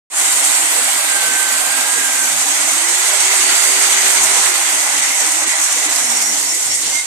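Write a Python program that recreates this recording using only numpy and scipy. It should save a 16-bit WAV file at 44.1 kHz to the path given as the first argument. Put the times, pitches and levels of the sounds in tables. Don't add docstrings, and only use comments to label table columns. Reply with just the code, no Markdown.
import sys
import numpy as np
from scipy import signal
from scipy.io import wavfile
from scipy.ndimage import uniform_filter1d, map_coordinates

SR = 44100
rng = np.random.default_rng(int(sys.argv[2]) if len(sys.argv) > 2 else 0)


def put_to_file(sound):
    columns = np.atleast_2d(sound).T
    safe = np.clip(columns, -1, 1)
    whole_steps = np.round(safe * 32767)
    wavfile.write(sys.argv[1], SR, whole_steps.astype(np.int16))


def boost(x):
    u = np.asarray(x, float) / 20
    return 10 ** u


N = 311341
HOP = 128
LAG_S = 5 / SR
MOTOR_DB = -27
FREE_FROM_S, FREE_TO_S = 6.0, 6.73

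# (time [s], motor [dB], rim on concrete [dB], share of thin spray [dB], phone turned L-R [dB])
DRILL_RUN = [(.2, -27, -17.5, -11.5, -1), (.45, -25.5, -16, -12, -0.5), (.9, -26.5, -18.5, -9.5, 1),
             (1.6, -26.5, -19, -8.5, -3), (2.2, -28, -17.5, -12, -1), (2.8, -26.5, -17.5, -13, -4.5),
             (3.4, -24, -15.5, -13.5, -5), (3.6, -24.5, -16.5, -12, -6.5), (4.2, -23.5, -16, -12, -5.5),
             (4.44, -24.5, -16.5, -13.5, -7.5), (4.52, -26, -18, -12, -6.5), (5.3, -28, -17, -14.5, -5.5),
             (5.8, -27.5, -17, -14, -6.5), (6.1, -29.5, -16.5, -14.5, -5.5), (6.6, -33, -16.5, -16, -5.5),
             (6.96, -33.5, -18, -17.5, -6.5)]


def unit(x):
    return x / np.sqrt(np.mean(np.atleast_2d(x).mean(0) ** 2) + 1e-20)


def curves(rows, step=1):
    s, *cols = np.transpose(rows)
    t = np.arange(0, N + 8 * step - 8, step) / SR
    return [np.interp(t, s, c) for c in cols]


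def wobble(rate_hz):
    return map_coordinates(rng.standard_normal(N // 30), [np.arange(N) * rate_hz / SR])


def spells(rows, edge_s):
    t = np.arange(N) / SR
    power = 0
    for start_s, end_s, db in rows:
        inside_s = np.minimum(t - start_s, end_s - t)
        power = power + boost(2 * db) * np.clip(inside_s / edge_s + .5, 0, 1)
    return np.sqrt(power)


def blurred(phase, rough, rate_hz):
    blur = np.array([wobble(rate_hz) + 1j * wobble(rate_hz) for _ in range(2)]) / np.sqrt(2)
    phasor = np.sqrt(1 - rough) + np.sqrt(rough) * blur
    return np.sqrt(2) * np.imag(phasor * np.exp(1j * phase))


def rush(spectrum, alike, patchy_db, grit_db=0, shape=None, size=HOP):
    seed = rng.standard_normal((2, N))
    seed *= boost(grit_db * np.clip(wobble(900), -2.5, 2.5))
    hz, _, z = signal.stft(seed, SR, nperseg=4 * size, noverlap=3 * size)
    field = uniform_filter1d(rng.standard_normal(z.shape), size=7, axis=1)
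    field = uniform_filter1d(field, size=20 * HOP // size, axis=2)
    turn = np.arccos(np.clip(alike, 0, 1)) / 2
    z = np.cos(turn) * z[0] + np.sin(turn) * np.array([z[1], -z[1]])
    z[0] *= np.exp(-2j * np.pi * hz * LAG_S)[:, None]
    f, *sides = np.transpose(spectrum)
    db = np.array([np.interp(np.log(hz + 1), np.log(f), side, -120, -120) for side in sides])[..., None]
    db = db + patchy_db * field / field.std()
    if shape:
        db = db + shape(hz[:, None], z.shape[2])
    return unit(signal.istft(z * boost(db), SR, nperseg=4 * size, noverlap=3 * size)[1][:, :N])


def judder():
    winding_s, calm_db, winding_db = 3.6, 1, 2
    return np.where(np.arange(N) / SR < winding_s, calm_db, winding_db) * wobble(22)


def snags():
    # (time [s], length [s], change [dB])
    snag_rows = [(1.074, .03, 0), (1.85, 0.1, -3), (2.012, 0.087, -0.5), (3.208, 0.034, 2),
                 (4.24, 0.055, 3.5), (4.46, 0.026, 1), (5.013, 0.024, -5), (5.21, .04, 3.5),
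                 (5.457, 0.074, -5.5), (5.538, 0.083, -3.5), (5.64, 0.14, 2), (5.727, .03, 4),
                 (5.882, 0.042, -4), (6.222, .05, 3.5), (6.752, 0.049, 4.5), (6.847, 0.098, -1)]
    t = np.arange(N) / SR
    return sum(db * np.exp(-((t - s) / (0.2 * length_s)) ** 2) for s, length_s, db in snag_rows)


def effort(middle_db, slope, loss_db, shaky):
    free = np.interp(np.arange(N) / SR, (FREE_FROM_S, FREE_TO_S), (0, 1))
    motor_db = curves(DRILL_RUN)[0]
    return middle_db + slope * (motor_db - MOTOR_DB) - loss_db * free + shaky * judder()


def motor():
    # (time [s], rotor [Hz], rotor tone [dB])
    rotor_rows = [(.2, 285, -58), (1.1, 266, -56), (1.2, 259, -55), (1.35, 256.5, -54), (2.0, 270.3, -46),
                  (2.3, 256.5, -47), (2.55, 295, -40), (3.0, 363, -41), (3.2, 378, -43), (3.45, 383.5, -41),
                  (3.8, 387.7, -40), (4.42, 389.5, -40), (4.68, 316, -45), (5.1, 280, -47),
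                  (5.38, 323, -43), (5.8, 314, -52), (6.1, 243, -41), (6.3, 217, -46)]
    # (start [s], end [s], level [dB])
    whine_rows = [
        (2.7, 3.25, -40),
        (3.25, 3.42, -34),
        (3.42, 3.86, -30),
        (3.86, 4.45, -43),
    ]
    # (start [s], end [s], level [dB])
    squeal_rows = [
        (.8, 1.04, -38),
        (1.04, 1.14, -32),
        (1.14, 1.32, -25),
        (1.32, 1.56, -28),
        (1.56, 1.64, -35),
        (1.64, 2.28, -29),
    ]
    slots, teeth, rotor_stop_s = 12, 6, 6.36
    hz, rotor_db = curves(rotor_rows)
    shaft = np.cumsum(hz * (1 + .001 * wobble(20))) / SR
    turn = 2 * np.pi * (shaft - [[LAG_S], [0]] * hz)
    rotor = boost(rotor_db + 1.2) * spells([(0, rotor_stop_s, 0)], edge_s=.1)
    rotor = rotor * blurred(turn, rough=.3, rate_hz=30)
    whine = spells(whine_rows, edge_s=.1) * boost([[-4], [5]])
    whine = whine * blurred(slots * turn, rough=.08, rate_hz=30)
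    chatter = 2 * np.pi * np.cumsum(12 * wobble(18)) / SR
    squeal = spells(squeal_rows, edge_s=.05) * boost(1.3 + 1.3 * wobble(25))
    squeal = squeal * blurred(teeth * turn + chatter, rough=.22, rate_hz=90)
    return rotor + whine + squeal


def housing_roar(cut):
    # (frequency [Hz], left [dB], right [dB])
    housing_spectrum = [(377, -59, -16), (570, -5, -6.5), (630, -7.5, 3), (692, 0, -1), (847, -3.5, 6),
                        (860, -4.5, 0), (1012, 1.5, 1.5), (1080, -11.5, 1), (1130, -2, -0.5),
                        (1176, -3.5, -3.5), (1360, -9, -2), (1811, -5, -4.5)]
    level_db = effort(-29.5, 0.59, 2.3, shaky=0.61) + 0.7 * cut
    return boost(level_db) * rush(housing_spectrum, alike=0.77, patchy_db=1.35, size=4 * HOP)


def freed(hz, frames):
    free = np.interp(np.arange(frames) * 2 * HOP / SR, (FREE_FROM_S, FREE_TO_S), (0, 1))
    return 5.5 * free * np.log2((hz + 1) / 2500)


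def fan_and_gears(cut):
    # (frequency [Hz], left [dB], right [dB])
    whir_spectrum = [(896, -17, -15), (1394, -5, -5.5), (1870, -5.5, -7), (2060, -5, -3), (2550, -5, -4.5),
                     (3260, -6.5, -5), (4080, -7.5, -5.5), (4900, -12.5, -4.5), (6060, -33, -31)]
    level_db = curves(DRILL_RUN)[0] + 2.31 + 0.72 * cut + 0.21 * snags() + .4 * judder()
    return boost(level_db) * rush(whir_spectrum, alike=0.18, patchy_db=1.5, grit_db=0.42,
                                shape=freed, size=2 * HOP)


def ports(hz, frames):
    # (time [s], left [Hz], left [dB], right [Hz], right [dB])
    port_rows = [(.2, 7200, 13, 8750, 12), (.8, 7430, 10, 8660, 13), (1.1, 7120, 9, 8440, 12),
                 (2.5, 6660, 10, 8140, 9), (4.3, 6550, 14, 8330, 8.5), (7, 6840, 10.5, 8000, 3.5)]
    # (time [s], frequency [Hz], depth [dB])
    dip_rows = [(.35, 9500, 0), (.6, 10200, 6), (1.1, 11100, 11), (1.6, 12000, 15), (1.9, 12500, 10),
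                (2.3, 13300, 0)]
    left_hz, left_db, right_hz, right_db = (c[:frames] for c in curves(port_rows, HOP))
    dip_hz, dip_db = (c[:frames] for c in curves(dip_rows, HOP))

    def bump(centre_hz, width_hz):
        return 1 / (1 + ((hz - centre_hz) / width_hz) ** 2)

    left = left_db * bump(left_hz, 870) - dip_db * bump(dip_hz, 550)
    return np.array([left, right_db * bump(right_hz, 1600)])


def rim(cut):
    # (frequency [Hz], left [dB], right [dB])
    hiss_spectrum = [(4460, -20.5, -25), (5370, -14, -7.5), (5880, -9, -8.5), (8000, -11.5, -4),
                     (9430, -9.5, -8), (9800, -20, -15.5), (11550, -19, -16), (12500, -50, -50)]
    # (frequency [Hz], left [dB], right [dB])
    spray_spectrum = [(8650, -21, -43), (9780, -4, -1), (11100, 0.5, -6.5), (12100, -5.5, 0.5),
                      (12880, -5, -7), (14540, -7.5, -5.5), (14440, -70, -68)]
    _, rim_db, spray_db, lr_db = curves(DRILL_RUN)
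    rim_db = rim_db + snags()
    lr_db = lr_db + 0.45 * judder()
    hiss_sides = boost([(lr_db + 2.5) / 2, -(lr_db + 4.0) / 2])
    hiss = boost(rim_db + 0.91 * cut + 0.1 * judder()) * hiss_sides
    hiss = hiss * rush(hiss_spectrum, alike=0.046, patchy_db=1.18, grit_db=1.03, shape=ports)
    spray_sides = boost([0.14 * lr_db - .3, -.15 * lr_db + 0.65])
    spray = boost(rim_db + spray_db + 1.0 * cut + 0.47 * judder()) * spray_sides
    spray = spray * rush(spray_spectrum, alike=0.12, patchy_db=1.1, grit_db=1.0, shape=ports)
    return hiss + spray


def drill():
    cut = 0.24 * wobble(18) + 0.71 * wobble(45)
    return housing_roar(cut) + fan_and_gears(cut) + rim(cut)


def tube():
    # (frequency [Hz], left [dB], right [dB])
    column_spectrum = [(1700, -11, -40), (1880, -5, -5.5), (1960, -0.5, 7), (2080, 1.5, -11.5),
                       (2315, -3.5, -7), (2400, -25, -34)]
    opens_s, shut_db = 2.55, 2.5
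    damping_db = shut_db * (np.arange(N) / SR < opens_s)
    level_db = effort(-28.5, 0.69, 1.8, shaky=1.0) - damping_db + 0.43 * wobble(12) - 2.5
    return boost(level_db) * rush(column_spectrum, alike=0.17, patchy_db=1.0, size=2 * HOP)


def barrel():
    # (time [s], length [s], frequency [Hz], level [dB], L-R [dB])
    ring_rows = [(.22, .2, 175, -56, -4), (1.25, .14, 185, -52, -4), (2.35, .1, 165, -52, -4),
                 (.3, .4, 390, -50, 3), (1.7, 1.1, 362, -54, 0), (.5, .7, 305, -49, -4),
                 (6.3, 1.2, 291, -50, -2), (5.2, .06, 5950, -34, -5), (5.24, .14, 5580, -35, -5),
                 (5.66, .14, 5820, -35, -5), (6.13, .14, 5560, -31, -4), (6.28, .1, 5710, -27.5, -2),
                 (6.18, .32, 5620, -32, -5), (6.22, .08, 2150, -34, 0), (6.5, .07, 5560, -28, -3),
                 (6.72, .05, 5560, -26, 0), (6.75, .08, 7500, -31, -4), (6.75, .12, 110, -55, -6),
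                 (6.94, .1, 6000, -31, -2), (6.98, .07, 2120, -26, 0), (6.99, .08, 3790, -37, 0),
                 (7.0, .08, 1460, -39, 0)]
    # (time [s], peak [dB])
    tick_rows = [
        (5.2006, -12),
        (5.3191, -5),
        (5.477, -16),
        (5.9594, -3),
        (6.2187, -13),
        (6.547, -8),
        (6.758, -11),
    ]
    out = np.zeros((2, N + SR))
    t = np.arange(N) / SR
    for s, length_s, hz, db, lr_db in ring_rows:
        swell = boost(4) * np.exp(-((t - s) / (.6 * length_s)) ** 2)
        rough_tone = blurred(2 * np.pi * hz * t, rough=.55, rate_hz=.035 * hz)
        out[:, :N] += boost([[db + lr_db / 2], [db - lr_db / 2]]) * swell * rough_tone
    u = np.arange(SR // 20) / SR
    bright = signal.butter(3, [5000, 11000], "band", fs=SR)
    for s, db in tick_rows:
        burst = signal.lfilter(*bright, rng.standard_normal((2, len(u)))) * boost(-60 * u / 0.039)
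        start = round(s * SR)
        out[:, start:start + len(u)] += boost([[db - 3], [db + 2]]) * burst
    return out[:, :N]


def stand():
    # (start [s], end [s], level [dB])
    shake_rows = [(.2, .85, -64.5), (1.66, 1.72, -55), (2.31, 2.37, -61), (2.56, 2.64, -56),
                  (2.72, 2.77, -56), (2.95, 4.5, -56), (4.6, 4.85, -55.5), (4.97, 5.14, -55.5),
                  (5.19, 5.25, -58), (5.31, 5.6, -54.5), (5.7, 6.6, -58.5), (6.65, 7.1, -51)]
    # (frequency [Hz], left [dB], right [dB])
    rumble_spectrum = [(20, -3, -5), (60, -7.5, -8), (154, -3.5, -0.5), (240, -27, -17)]
    # (frequency [Hz], left [dB], right [dB])
    drone_spectrum = [(130, -29, -41), (202, -12.5, -7), (255, -2.5, -1), (320, -3.5, 4), (393, -5.5, -2.5),
                      (463, -4, 1), (496, 1.5, 2.5), (694, -32, -27)]
    still_db = -80
    shaking = spells(shake_rows, edge_s=0.033) + boost(still_db)
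    shake = shaking * boost(3 * wobble(11)) * rush(rumble_spectrum, alike=0.65, patchy_db=1.5, size=4 * HOP)
    drone_db = effort(-38.5, 0.1, 1.8, shaky=0.22) - 2.0 + 1.1 * wobble(8)
    drone = boost(drone_db) * rush(drone_spectrum, alike=0.76, patchy_db=3.5, size=4 * HOP)
    return shake + drone


def scene():
    return motor() + drill() + tube() + barrel() + stand()


def drop_weak_bands(x):
    # (frequency [Hz], level [dB])
    threshold_rows = [(100, -66), (200, -54), (330, -55), (480, -51), (600, -57), (2500, -55),
                      (3500, -50.5), (5300, -50.5), (6500, -60), (10000, -57), (12000, -54.5),
                      (13000, -51.5), (14500, -52.5)]
    hz, _, z = signal.stft(x, SR, nperseg=8 * HOP, noverlap=4 * HOP)

    def smear(v):
        return uniform_filter1d(uniform_filter1d(v, size=3, axis=1), size=5, axis=2)

    f, db = np.transpose(threshold_rows)
    limit_db = np.interp(hz, f, db)[:, None] + 8 * smear(rng.standard_normal(z[:1].shape))
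    motor_db = curves(DRILL_RUN, 4 * HOP)[0][:z.shape[2]]
    slope = .7 * np.where(hz < 6000, 1, .5)[:, None]
    limit_db = limit_db + slope * (motor_db - MOTOR_DB)
    kept = smear(np.abs(z) ** 2) > boost(2 * limit_db)
    return signal.istft(z * kept, SR, nperseg=8 * HOP, noverlap=4 * HOP)[1][:, :N]


def top_cut(x):
    return signal.sosfilt(signal.butter(12, 14430, fs=SR, output="sos"), x)


def record(dry):
    # (time [s], gain [0-1])
    fade_rows = [
        (.1, 0),
        (.1002, 0.03),
        (.19, 0.94),
        (.23, 0.94),
        (6.96, 1),
        (7.06, 0.52),
    ]
    held = dry / (1 + np.abs(dry / 1.05) ** 5) ** (1 / 5)
    mix = drop_weak_bands(held) * curves(fade_rows)[0]
    return top_cut(mix)


dry = scene()
out = record(dry)
put_to_file(out)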